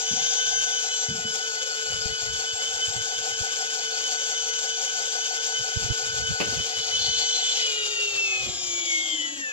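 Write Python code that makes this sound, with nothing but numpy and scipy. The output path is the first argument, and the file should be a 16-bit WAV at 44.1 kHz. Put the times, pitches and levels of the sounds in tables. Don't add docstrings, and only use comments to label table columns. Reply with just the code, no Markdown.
import sys
import numpy as np
from scipy import signal
from scipy.fft import rfft, irfft, next_fast_len
from scipy.io import wavfile

SR = 44100
rng = np.random.default_rng(int(sys.argv[2]) if len(sys.argv) > 2 else 0)


def pcm_store(signal):
    levels = np.round(np.clip(np.atleast_2d(signal), -1, 1) * 32767)
    wavfile.write(sys.argv[1], SR, levels.astype(np.int16).T)


N = 419832
TIME = np.arange(N) / SR
SIZE = next_fast_len(N + 4096, True)
BINS_HZ = np.maximum(np.arange(SIZE // 2 + 1) * SR / SIZE, 1)
CRUISE_SPEED = 150


def from_db(db):
    return 10 ** (np.asarray(db) / 20)


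def rms_one(x):
    return x / np.sqrt(np.mean(x ** 2) + 1e-20)


def in_time(rows):
    s, *columns = np.transpose(rows)
    return [np.interp(TIME, s, c) for c in columns]


def in_hz(rows):
    hz, *columns = np.transpose(rows)
    return [np.interp(np.log(BINS_HZ), np.log(hz), c) for c in columns]


def colour(x, gain):
    return irfft(rfft(x, SIZE) * gain, SIZE)[..., :N]


def white():
    return rng.standard_normal(N) * np.sqrt(SR / 2)


def white_pair():
    return np.array([white(), white()])


def drift(rate):
    step = 40
    pole = np.exp(-2 * step * np.pi * rate / SR)
    raw = rng.standard_normal(N // step + 2002)
    slow = signal.lfilter([1], [1, -2 * pole, pole * pole], raw)[2000:]
    return np.interp(np.arange(N) / step, np.arange(len(slow)), rms_one(slow))


def swell(turns, depth_db, peak_at):
    return rms_one(from_db(depth_db * np.cos(2 * np.pi * (turns - peak_at))))


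def burst(start, level_db, decay, rise):
    age = np.maximum(TIME - start, 0)
    attack = 1 - np.exp(-age / rise)
    return from_db(level_db) * attack * np.exp(-np.minimum(age / decay, 20))


GUST_RISE_SHARE = 0.74


def gust(peak, length):
    age = (TIME - peak) / length
    age = np.where(age < 0, age / GUST_RISE_SHARE, age)
    return np.exp(-np.minimum(age ** 2, 20))


def response(points, hz):
    points_hz, db = np.transpose(points)
    return from_db(np.interp(np.log(hz), np.log(points_hz), db))


def follow(law, speed, load_db):
    level_db, per_load, power = law
    return from_db(level_db + per_load * load_db) * (speed / CRUISE_SPEED) ** power


def partial(turns, multiple, rough, rough_hz):
    angle = 2 * np.pi * multiple * turns
    in_step = (1 + rough * drift(rough_hz)) * np.cos(angle)
    out_of_step = rough * drift(rough_hz) * np.sin(angle)
    return rms_one(in_step + out_of_step)


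# frequency in Hz, left over right in dB, lead of the left in radians, likeness of the ports from 0 to 1.
PORT_PICKUP = [(100, -0.5, 0.14, 1), (437, 0.5, 1.06, 0.86), (726, 3, 1.64, 1), (1660, 3, 2.44, 1),
               (2003, 4, 3.55, 0.93), (3240, 0, 5.25, 0.22), (3360, -5.5, 4.55, 0.88),
               (4450, 12, 4.6, 0.14), (4340, 8, 4.8, 0.42), (5020, 7.5, 3.59, 0.11), (7070, 6, 4.44, 0.99),
               (6830, 4.5, 5.48, 0.33), (9250, 0.5, 5.15, 0.25)]


def at_ports(direct, scattered, gain):
    balance_db, lead, alike = in_hz(PORT_PICKUP)
    alike = np.clip(alike, 0, 1)
    spectrum = rfft(direct, SIZE)
    if scattered is not None:
        mid, side = rfft(scattered, SIZE)
        shared = np.sqrt((1 + alike) / 2) * mid
        opposed = np.sqrt((1 - alike) / 2) * side * [[1], [-1]]
        spectrum = spectrum + shared + opposed
    ratio = from_db(balance_db)
    ports = np.array([ratio, np.exp(-1j * lead)]) * np.sqrt(2 / (1 + ratio ** 2))
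    return irfft(spectrum * ports * gain, SIZE)[:, :N]


def air():
    return from_db(-104) * white_pair()


# peak in seconds, left level in dB, right level in dB, length in seconds.
WIND_GUSTS = [(0.532, -53, -62, 0.16), (1.953, -42, -66, 0.088), (2.062, -26, -48, 0.0065),
              (2.11, -33, -54, 0.023), (2.234, -54, -52, 0.016), (2.303, -40.5, -55, 0.077),
              (2.537, -63, -45, 0.02), (2.748, -53, -57, 0.08), (2.89, -67, -40, 0.025),
              (2.958, -65, -35, 0.019), (2.997, -73, -38.5, 0.024), (3.195, -68, -49, 0.04),
              (3.313, -68, -47, 0.04), (3.416, -48, -25.5, 0.011), (4.434, -58, -74, 0.062),
              (5.609, -65, -40, 0.018), (5.766, -62, -25.5, 0.012), (5.84, -59, -27, 0.042),
              (5.907, -56, -19.5, 0.016), (6.11, -59, -39.5, 0.085), (6.216, -66, -31.5, 0.038),
              (6.31, -28.5, -30, 0.03), (6.494, -48, -38, 0.068), (6.584, -59, -32, 0.04),
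              (6.785, -41, -72, 0.025), (7.025, -45.5, -68, 0.18), (7.094, -36, -64, 0.014),
              (8.19, -63, -56, 0.15), (8.46, -58, -36, 0.05), (8.58, -67, -52.5, 0.27)]
# frequency in Hz, relative level in dB.
WIND_COLOUR = [(20, -20), (55, 8.5), (115, 10.5), (190, -0.5), (270, -13.5), (420, -21), (900, -42),
               (3000, -86)]
BREEZE_DB = -68


def wind(lumpy_db=-1.5):
    strength = from_db(BREEZE_DB)
    for peak, left_db, right_db, length in WIND_GUSTS:
        strength = strength + from_db([[left_db], [right_db]]) * gust(peak, length)
    eddies = []
    for _ in range(2):
        lumps = rms_one(from_db(lumpy_db * drift(31)))
        rumble = rms_one(colour(white(), from_db(in_hz(WIND_COLOUR)[0])))
        eddies.append(lumps * rumble)
    return strength * np.array(eddies)


def thuds(events, spectrum, rise, apart):
    blows = sum(burst(start, db, decay, rise) for start, db, decay in events)
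    shake = white() + apart * white() * [[1], [-1]]
    return blows * rms_one(colour(shake, from_db(in_hz(spectrum)[0])))


# start in seconds, level in dB, decay in seconds.
BOAT_KNOCKS = [(6.401, -18.5, 0.0083), (6.41, -25, 0.035), (6.467, -42, 0.043), (6.523, -38, 0.031),
               (6.59, -41, 0.022), (8.461, -40, 0.076)]
# frequency in Hz, relative level in dB.
KNOCK_COLOUR = [(70, -15), (200, 7.5), (330, 6.5), (600, 4.5), (1000, -6), (1800, -9.5), (2600, 2.5),
                (3600, -12), (4400, -4), (6000, -15), (12000, -32)]
# start in seconds, level in dB, decay in seconds.
ROD_BUMPS = [(.11, -35, 0.057), (1.085, -30.5, 0.046), (1.17, -52, 0.036), (1.245, -36.5, 0.031)]
# frequency in Hz, relative level in dB.
BUMP_COLOUR = [(30, -26), (80, -4), (130, -3), (185, 4), (260, -5), (380, -18), (900, -64)]


def knocks():
    clatter = thuds(BOAT_KNOCKS, KNOCK_COLOUR, rise=0.0005, apart=0.65)
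    return clatter + thuds(ROD_BUMPS, BUMP_COLOUR, rise=0.0025, apart=0.2)


GEAR_RATIO = 25.86
WOBBLE_SPEED = 1.05
WOBBLE_STEADYING = 0.84


def steadied(load_db):
    return from_db(-WOBBLE_STEADYING * np.maximum(load_db, -4))


def shaft(speed, load_db, jitter_turns=0.0059, jitter_hz=14):
    wobble = WOBBLE_SPEED * steadied(load_db)
    spool = np.cumsum(speed) / SR / GEAR_RATIO
    motor = np.cumsum(speed + wobble * np.cos(2 * np.pi * (spool - .58))) / SR
    return motor + jitter_turns * drift(jitter_hz), spool


# time in seconds, relative level in dB.
LINE_RUB = [(0, 4.5), (.6, 4), (1.92, -2.5), (3.21, 5.5), (4.2, 1), (5.17, 4.5), (6.1, 0.5), (7.53, 2),
            (7.9, -21), (9.52, -27)]
# frequency in Hz, relative level in dB.
SWISH_COLOUR = [(300, -110), (480, -75), (620, -95), (700, -73), (755, -63.5), (830, -75), (920, -82),
                (1100, -100.5), (1600, -120)]
SHAKE_ORDERS = [6, 7]
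SHAKE_DB = [18.5, 13]


def swish(motor, spool):
    rub = from_db(in_time(LINE_RUB)[0]) * swell(spool, depth_db=6.5, peak_at=0.069)
    shake = sum(from_db(db) * partial(motor, order, rough=1.0, rough_hz=30)
                for order, db in zip(SHAKE_ORDERS, SHAKE_DB))
    return at_ports(shake, rub * white_pair(), from_db(in_hz(SWISH_COLOUR)[0]))


def comb(motor, count=80, size=2048, spread_db=2.5):
    jolts, blend = 0, drift(2.66)
    for share in (np.cos(blend), np.sin(blend)):
        phases = np.exp(2j * np.pi * rng.random(count))
        strengths = from_db(spread_db * rng.standard_normal(count)) * phases
        one_turn = rms_one(irfft(np.r_[0, strengths], size)) * np.sqrt(count)
        jolts = jolts + share * np.interp(motor % 1, np.arange(size) / size, one_turn)
    return jolts


RATTLE_HZ, RATTLE_WIDTH_HZ = 3234, 810
RATTLE_ORDER = 30
RATTLE_DB, RATTLE_CAPTURE_HZ = -36.5, 212
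SING_DB, SING_HZ, SING_RANGE_HZ = -32, 3092, 100


def rattle(motor, speed, loose=0.81):
    band = 1 / (1 + (2 * (BINS_HZ - RATTLE_HZ) / RATTLE_WIDTH_HZ) ** 2) ** 2
    buzz = rms_one(colour(rms_one(comb(motor)), band))
    buzz = buzz + loose * rms_one(colour(white(), band))
    drive_hz = RATTLE_ORDER * speed
    caught = 1 / (1 + ((drive_hz - RATTLE_HZ) / RATTLE_CAPTURE_HZ) ** 8)
    tuned = 1 / (1 + ((drive_hz - SING_HZ) / SING_RANGE_HZ) ** 4)
    whistle = from_db(SING_DB) * tuned * partial(motor, RATTLE_ORDER, rough=0.52, rough_hz=35)
    return (from_db(RATTLE_DB) * caught * rms_one(buzz) + whistle) * from_db([[2], [-4]])


# peak in seconds, level in dB before the port gain, length in seconds.
GRINDS = [(7.044, -28.5, 0.062), (7.205, -28.5, 0.049), (7.36, -41, 0.03)]
CHATTER_HZ, CHATTER_WIDTH_HZ = 4300, 910


def chatter(motor):
    band = 1 / (1 + (2 * (BINS_HZ - CHATTER_HZ) / CHATTER_WIDTH_HZ) ** 4)
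    buzz = rms_one(colour(comb(motor), band))
    grind = rms_one(buzz + 0.71 * rms_one(colour(white(), band)))
    envelope = sum(from_db(db) * gust(peak, length) for peak, db, length in GRINDS)
    return at_ports(grind * envelope, None, 0.94)


RUN_DOWN_ORDERS = [16.8, 16.8, 26, 33, 33, 33, 40, 43, 50, 60]
# resonance in Hz, reach in Hz, level in dB before the port gain.
RUN_DOWN_RESONANCES = [(2440, 40, -34.5), (2184, 35, -37), (3690, 120, -36), (4600, 140, -40.5),
                       (4240, 92, -42), (3450, 99, -50), (5320, 81, -40), (5130, 78, -34), (5850, 150, -39),
                       (6450, 190, -42.5)]


def run_down(motor, speed):
    tones = 0
    for order, (hz, reach_hz, db) in zip(RUN_DOWN_ORDERS, RUN_DOWN_RESONANCES):
        tuned = np.exp(-np.minimum(((order * speed - hz) / reach_hz) ** 2, 20))
        tones = tones + from_db(db) * tuned * partial(motor, order, rough=0.41, rough_hz=29)
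    return at_ports(tones, None, 0.85)


TOOTH_ORDERS = [6, 9, 11, 14, 16.3, 16.8, 18, 21, 22, 24, 33, 34, 42, 43, 44, 46, 47, 48]
TOOTH_DB = [19.5, 26, 21.5, -4, 17.5, 24.5, 25, -2, 17, 20, 23.5, 26.5, 18, 15.5, 17, 14.5, 15, 9]
HIGH_ORDERS = [58, 60, 70, 80]
HIGH_DB = [26, 30.3, 32.6, 34.7]
# frequency in Hz, gain in dB.
HIGH_CARRY = [(6100, -25), (6500, -3), (6900, 5.5), (7300, -0.5), (7800, -2)]
# time in seconds, relative level in dB.
HIGH_RIDE = [(0, 6), (1.2, -2), (7.4, -8), (7.8, -11), (8.4, 3), (8.9, -1.5), (9.3, 2.5), (9.52, -0.5)]
COMB_DB, COMB_LOWEST_HZ = 16, 1980


def shaft_lines(motor, speed, top_hz=7900):
    lines = sum(from_db(db) * partial(motor, order, rough=1.0, rough_hz=24.0)
                for order, db in zip(TOOTH_ORDERS, TOOTH_DB))
    whistles = 0
    for order, db in zip(HIGH_ORDERS, HIGH_DB):
        carried = from_db(db) * response(HIGH_CARRY, order * speed)
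        whistles = whistles + carried * partial(motor, order, rough=0.23, rough_hz=25)
    jolts = colour(comb(motor), 1 / (1 + (COMB_LOWEST_HZ / BINS_HZ) ** 2))
    lines += from_db(in_time(HIGH_RIDE)[0]) * (whistles + from_db(COMB_DB) * jolts)
    return colour(lines, 1 / (1 + (BINS_HZ / top_hz) ** 20))


# frequency in Hz, relative level in dB.
HOUSING_COLOUR = [(100, -94.5), (330, -85), (600, -80.5), (1200, -80.5), (1800, -78.5), (2200, -74.5),
                  (2450, -74), (2700, -79), (2900, -72), (3300, -73), (3900, -77.5), (4400, -73),
                  (5250, -74), (5550, -69.5), (5800, -72.5), (6500, -67), (6900, -67), (7350, -71),
                  (7600, -73), (8100, -86), (8600, -94.5), (10300, -91.5), (13500, -102), (15300, -96)]
# centre in Hz, width in Hz, boost in dB.
HOUSING_RESONANCES = [(523, 97, 12.5), (1607, 250, 5), (3120, 220, 4), (3603, 440, 7), (4760, 270, -2),
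                      (5024, 215, 6)]
# time in seconds, relative level in dB.
RASP_RIDE = [(0, -1), (.3, 2), (1.0, -1), (1.3, -2.5), (4.5, 0), (6.5, -0.5), (7.05, 2), (7.6, 6), (7.8, 0),
             (8.5, -1), (8.95, -2.5), (9.52, -8)]
# time in seconds, relative level in dB.
HISS_RIDE = [(0, 2.5), (.25, 3), (.75, 3), (1.2, 1.5), (5.2, 2), (6.8, 1.5), (7.53, 1.5), (7.85, 1.5),
             (8.35, -2.5), (9, 2.5), (9.52, -8.5)]
SLIDING_POWER = 0.42


def rasp(motor, spool, speed, low_hz=2200, split_hz=4800):
    contact = swell(motor, depth_db=1.0, peak_at=0.12) * rms_one(from_db(2.03 * drift(23)))
    contact = contact * (speed / CRUISE_SPEED) ** SLIDING_POWER
    housing_db = in_hz(HOUSING_COLOUR)[0]
    for hz, width, db in HOUSING_RESONANCES:
        housing_db = housing_db + db / (1 + (2 * (BINS_HZ - hz) / width) ** 2)
    sound = at_ports(shaft_lines(motor, speed), contact * white_pair(), from_db(housing_db))
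    above_low, above_split = (1 / (1 + (hz / BINS_HZ) ** 10) for hz in (low_hz, split_hz))
    gears = colour(sound, above_low - above_split)
    bearings = colour(sound, above_split)
    body = (sound - gears - bearings) * speed / speed.max()
    hiss = from_db(in_time(HISS_RIDE)[0]) * bearings * swell(spool, depth_db=1.12, peak_at=0.95)
    return body + from_db(in_time(RASP_RIDE)[0]) * gears + hiss


# frequency in Hz, gain in dB.
CASING_GAIN = [(256, -30), (282, 0), (335, -2), (378, -5), (408, 3), (435, 6), (455, -0.5)]
HUM_DB, HUM_DAMPING = -42, 0.15


def hum(motor, speed, load_db):
    poles = 3
    level = from_db(HUM_DB - HUM_DAMPING * load_db) * response(CASING_GAIN, poles * speed)
    return level * partial(motor, poles, rough=0.28 * (CRUISE_SPEED / speed) ** 2, rough_hz=27)


# time in seconds, level in dB before the port gain.
PINION_RIDE = [(0, -35), (.57, -26.5), (.92, -34.5), (1.3, -31.5), (5.5, -32), (6.05, -29.5), (6.55, -29.5),
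               (6.68, -38), (7.35, -34.5), (7.68, -40), (8.4, -46), (9, -60), (9.52, -75)]


def pinion(motor):
    return from_db(in_time(PINION_RIDE)[0]) * partial(motor, 10, rough=0.26, rough_hz=44.3)


OVERTONE_ORDERS = [20, 23, 27, 30, 40, 50]
OVERTONE_THROB_TURNS = [1, 1, 1, 1, 2, 1]
# relative cruising level in dB, dB per dB of load, power of the speed,
# throb in dB, throb peak as a share of its period, roughness from 0 to 1 at cruise, roughness rate in Hz.
OVERTONES = [(-41, 1.91, 0.5, 7, 0.48, 0.25, 27), (-44, 2.5, 17, 3, 0.57, 0.67, 29),
             (-41.5, 0, 1.5, 3, 0.79, 0.86, 42), (-33.5, 0.88, 2.5, 4, 0.99, 0.67, 75),
             (-45, 1.64, -5, 1.5, 0.058, 0.27, 54), (-47, 0.5, 7.5, 3, 0.02, 0.3, 21)]
# frequency in Hz, gain in dB.
GEARBOX_GAIN = [(1700, 20.5), (1818, 24.5), (1916, 7), (2003, 18.5), (2055, 8.5), (2095, 14), (2128, 10),
                (2178, 15.5), (2215, 20.5), (2259, 4.5), (2285, 9), (2335, 1.5), (2408, -14), (2480, 3.5),
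                (2580, 13), (2623, 10.5), (2663, 11.5), (2700, 5.5), (2765, 9.5), (2796, 2.5), (2868, 2),
                (3050, 0.5), (3500, -4), (3980, -9), (4550, -9.5), (4800, -20), (5300, -2), (5800, -15),
                (5980, 3.5), (6150, 10), (6500, 21), (6700, 12), (7150, 12.5), (7400, 5), (7600, 6.5)]
# peak in seconds, change in dB, length in seconds.
OVERTONE_FLARES = [(1.256, 4.5, 0.046), (1.9, 11, 0.049), (2.504, 3, 0.031), (2.839, 9.5, 0.027),
                   (3.163, 2.5, .04), (4.06, 5, 0.036), (4.384, 2, .04), (4.706, 3.5, .04),
                   (5.033, -6, 0.064), (5.566, 5.5, 0.077), (5.904, 3.5, 0.035), (6.274, 6, 0.047),
                   (6.592, 5, 0.037), (6.768, 6, 0.037), (6.943, 4, 0.034), (7.45, -3, 0.04)]
# time in seconds, relative level in dB.
SIDE_RIDE = [(0, -4), (.7, 3), (.87, 12), (1.02, 13), (1.1, 2), (6.6, 4), (6.95, 17.5), (7.4, 21),
             (7.8, 13.5), (8.4, 12), (8.9, 3), (9.52, -11)]
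# time in seconds, relative level in dB.
MIDDLE_RIDE = [(0, -10), (.46, 1), (1.15, -2), (1.55, 5), (2.45, 5.5), (2.6, 1), (3.3, 1), (3.95, 8.5),
               (4.35, 1), (6.4, 5), (7.03, 1.5), (7.23, 3), (7.55, -1), (8.3, -5), (8.55, 4), (9.52, 6)]
# time in seconds, relative level in dB.
BRIGHT_RIDE = [(0, 10.5), (.3, 3), (.75, 5), (1.04, 5), (1.12, 2), (2.1, -4), (3.0, -3), (4.5, 5.5),
               (5.3, 4), (6.3, 0.5), (6.85, -2), (7.02, -0.5), (7.3, -1), (9.52, -16)]
# time in seconds, relative level in dB.
TOP_RIDE = [(0, 5), (.2, -8), (.7, -8), (.95, 3), (3, 1), (6.3, -2.5), (6.8, -16.5), (7.3, 1.5), (9.52, 1)]


def mesh_overtones(motor, spool, speed, load_db):
    cruising = (speed / CRUISE_SPEED) ** 3
    throb = np.minimum(cruising, 1) ** 4 * steadied(load_db)
    flare_db = sum(db * gust(peak, length) for peak, db, length in OVERTONE_FLARES)
    rides_db = [flare_db, 0]
    rides_db += [in_time(ride)[0] for ride in (SIDE_RIDE, MIDDLE_RIDE, BRIGHT_RIDE, TOP_RIDE)]
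    tone = 0
    for order, turns, row, ride_db in zip(OVERTONE_ORDERS, OVERTONE_THROB_TURNS, OVERTONES, rides_db):
        *law, throb_db, peak_at, rough, rough_hz = row
        level = follow(law, speed, load_db) * response(GEARBOX_GAIN, order * speed) * from_db(ride_db)
        throbbing = swell(spool / turns, throb_db * throb, peak_at)
        tone = tone + level * throbbing * partial(motor, order, rough * cruising, rough_hz)
    return tone


SECOND_ORDERS = [13.59, 20.38]
# cruising level in dB before the port gain, dB per dB of load,
# power of the speed, throb in dB, throb peak in spool turns, roughness from 0 to 1.
SECOND_LINES = [(-49.5, 1.5, 1.8, 9.5, 0.28, 1), (-43, 0.5, 7.6, 1.5, 0.61, 0.96)]


def second_stage(motor, spool, speed, load_db):
    tone = 0
    for order, (*law, throb_db, peak_at, rough) in zip(SECOND_ORDERS, SECOND_LINES):
        throbbing = swell(spool, throb_db * steadied(load_db), peak_at)
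        line = partial(motor, order, rough, rough_hz=33.7)
        tone = tone + follow(law, speed, load_db) * throbbing * line
    return tone


def whine(motor, spool, speed, load_db):
    tone = hum(motor, speed, load_db) + pinion(motor)
    tone = tone + mesh_overtones(motor, spool, speed, load_db)
    tone = tone + second_stage(motor, spool, speed, load_db)
    return at_ports(tone, None, 0.66)


# time in seconds, speed in turns per second.
MOTOR_SPEED = [(0.0, 149.6), (0.28, 153.4), (0.43, 152.0), (0.56, 154.0), (0.74, 151.5), (1.0, 150.7),
               (1.2, 148.5), (1.45, 149.6), (2.08, 148.2), (2.6, 151.0), (2.9, 151.7), (3.6, 150.4),
               (3.92, 149.7), (4.1, 150.9), (4.8, 150.7), (5.55, 151.3), (5.8, 149.7), (6.4, 149.8),
               (6.6, 150.4), (6.85, 148.9), (7.02, 151.2), (7.3, 151.6), (7.57, 151.1), (7.7, 145.2),
               (7.88, 140.8), (8.08, 137.8), (8.3, 130.4), (8.52, 121.3), (9.02, 108.5), (9.28, 99.0),
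               (9.4, 93.7), (9.52, 86.0)]
# time in seconds, load in dB against its cruising value.
LINE_LOAD = [(0, -0.5), (.08, 2.5), (.25, 6), (.6, 5), (1.02, 3.5), (1.1, 2), (2.0, 2), (2.7, 4),
             (3.3, 1.5), (3.8, 1.9), (4.5, 3.5), (4.9, 1.5), (5.3, 3), (6, 1), (6.55, 1.8), (7.05, 7),
             (7.64, 7.5), (7.78, 7), (8.9, 3), (9.52, -4)]


def scene():
    speed, = in_time(MOTOR_SPEED)
    load_db, = in_time(LINE_LOAD)
    motor, spool = shaft(speed, load_db)
    background = air() + wind() + knocks()
    reel = swish(motor, spool) + rattle(motor, speed) + chatter(motor) + run_down(motor, speed)
    reel = reel + rasp(motor, spool, speed) + whine(motor, spool, speed, load_db)
    return background + reel


def record(dry):
    low_pass = signal.ellip(10, .1, 80, 15550, fs=SR, output="sos")
    return signal.sosfilt(low_pass, dry)


dry = scene()
out = record(dry)
pcm_store(out)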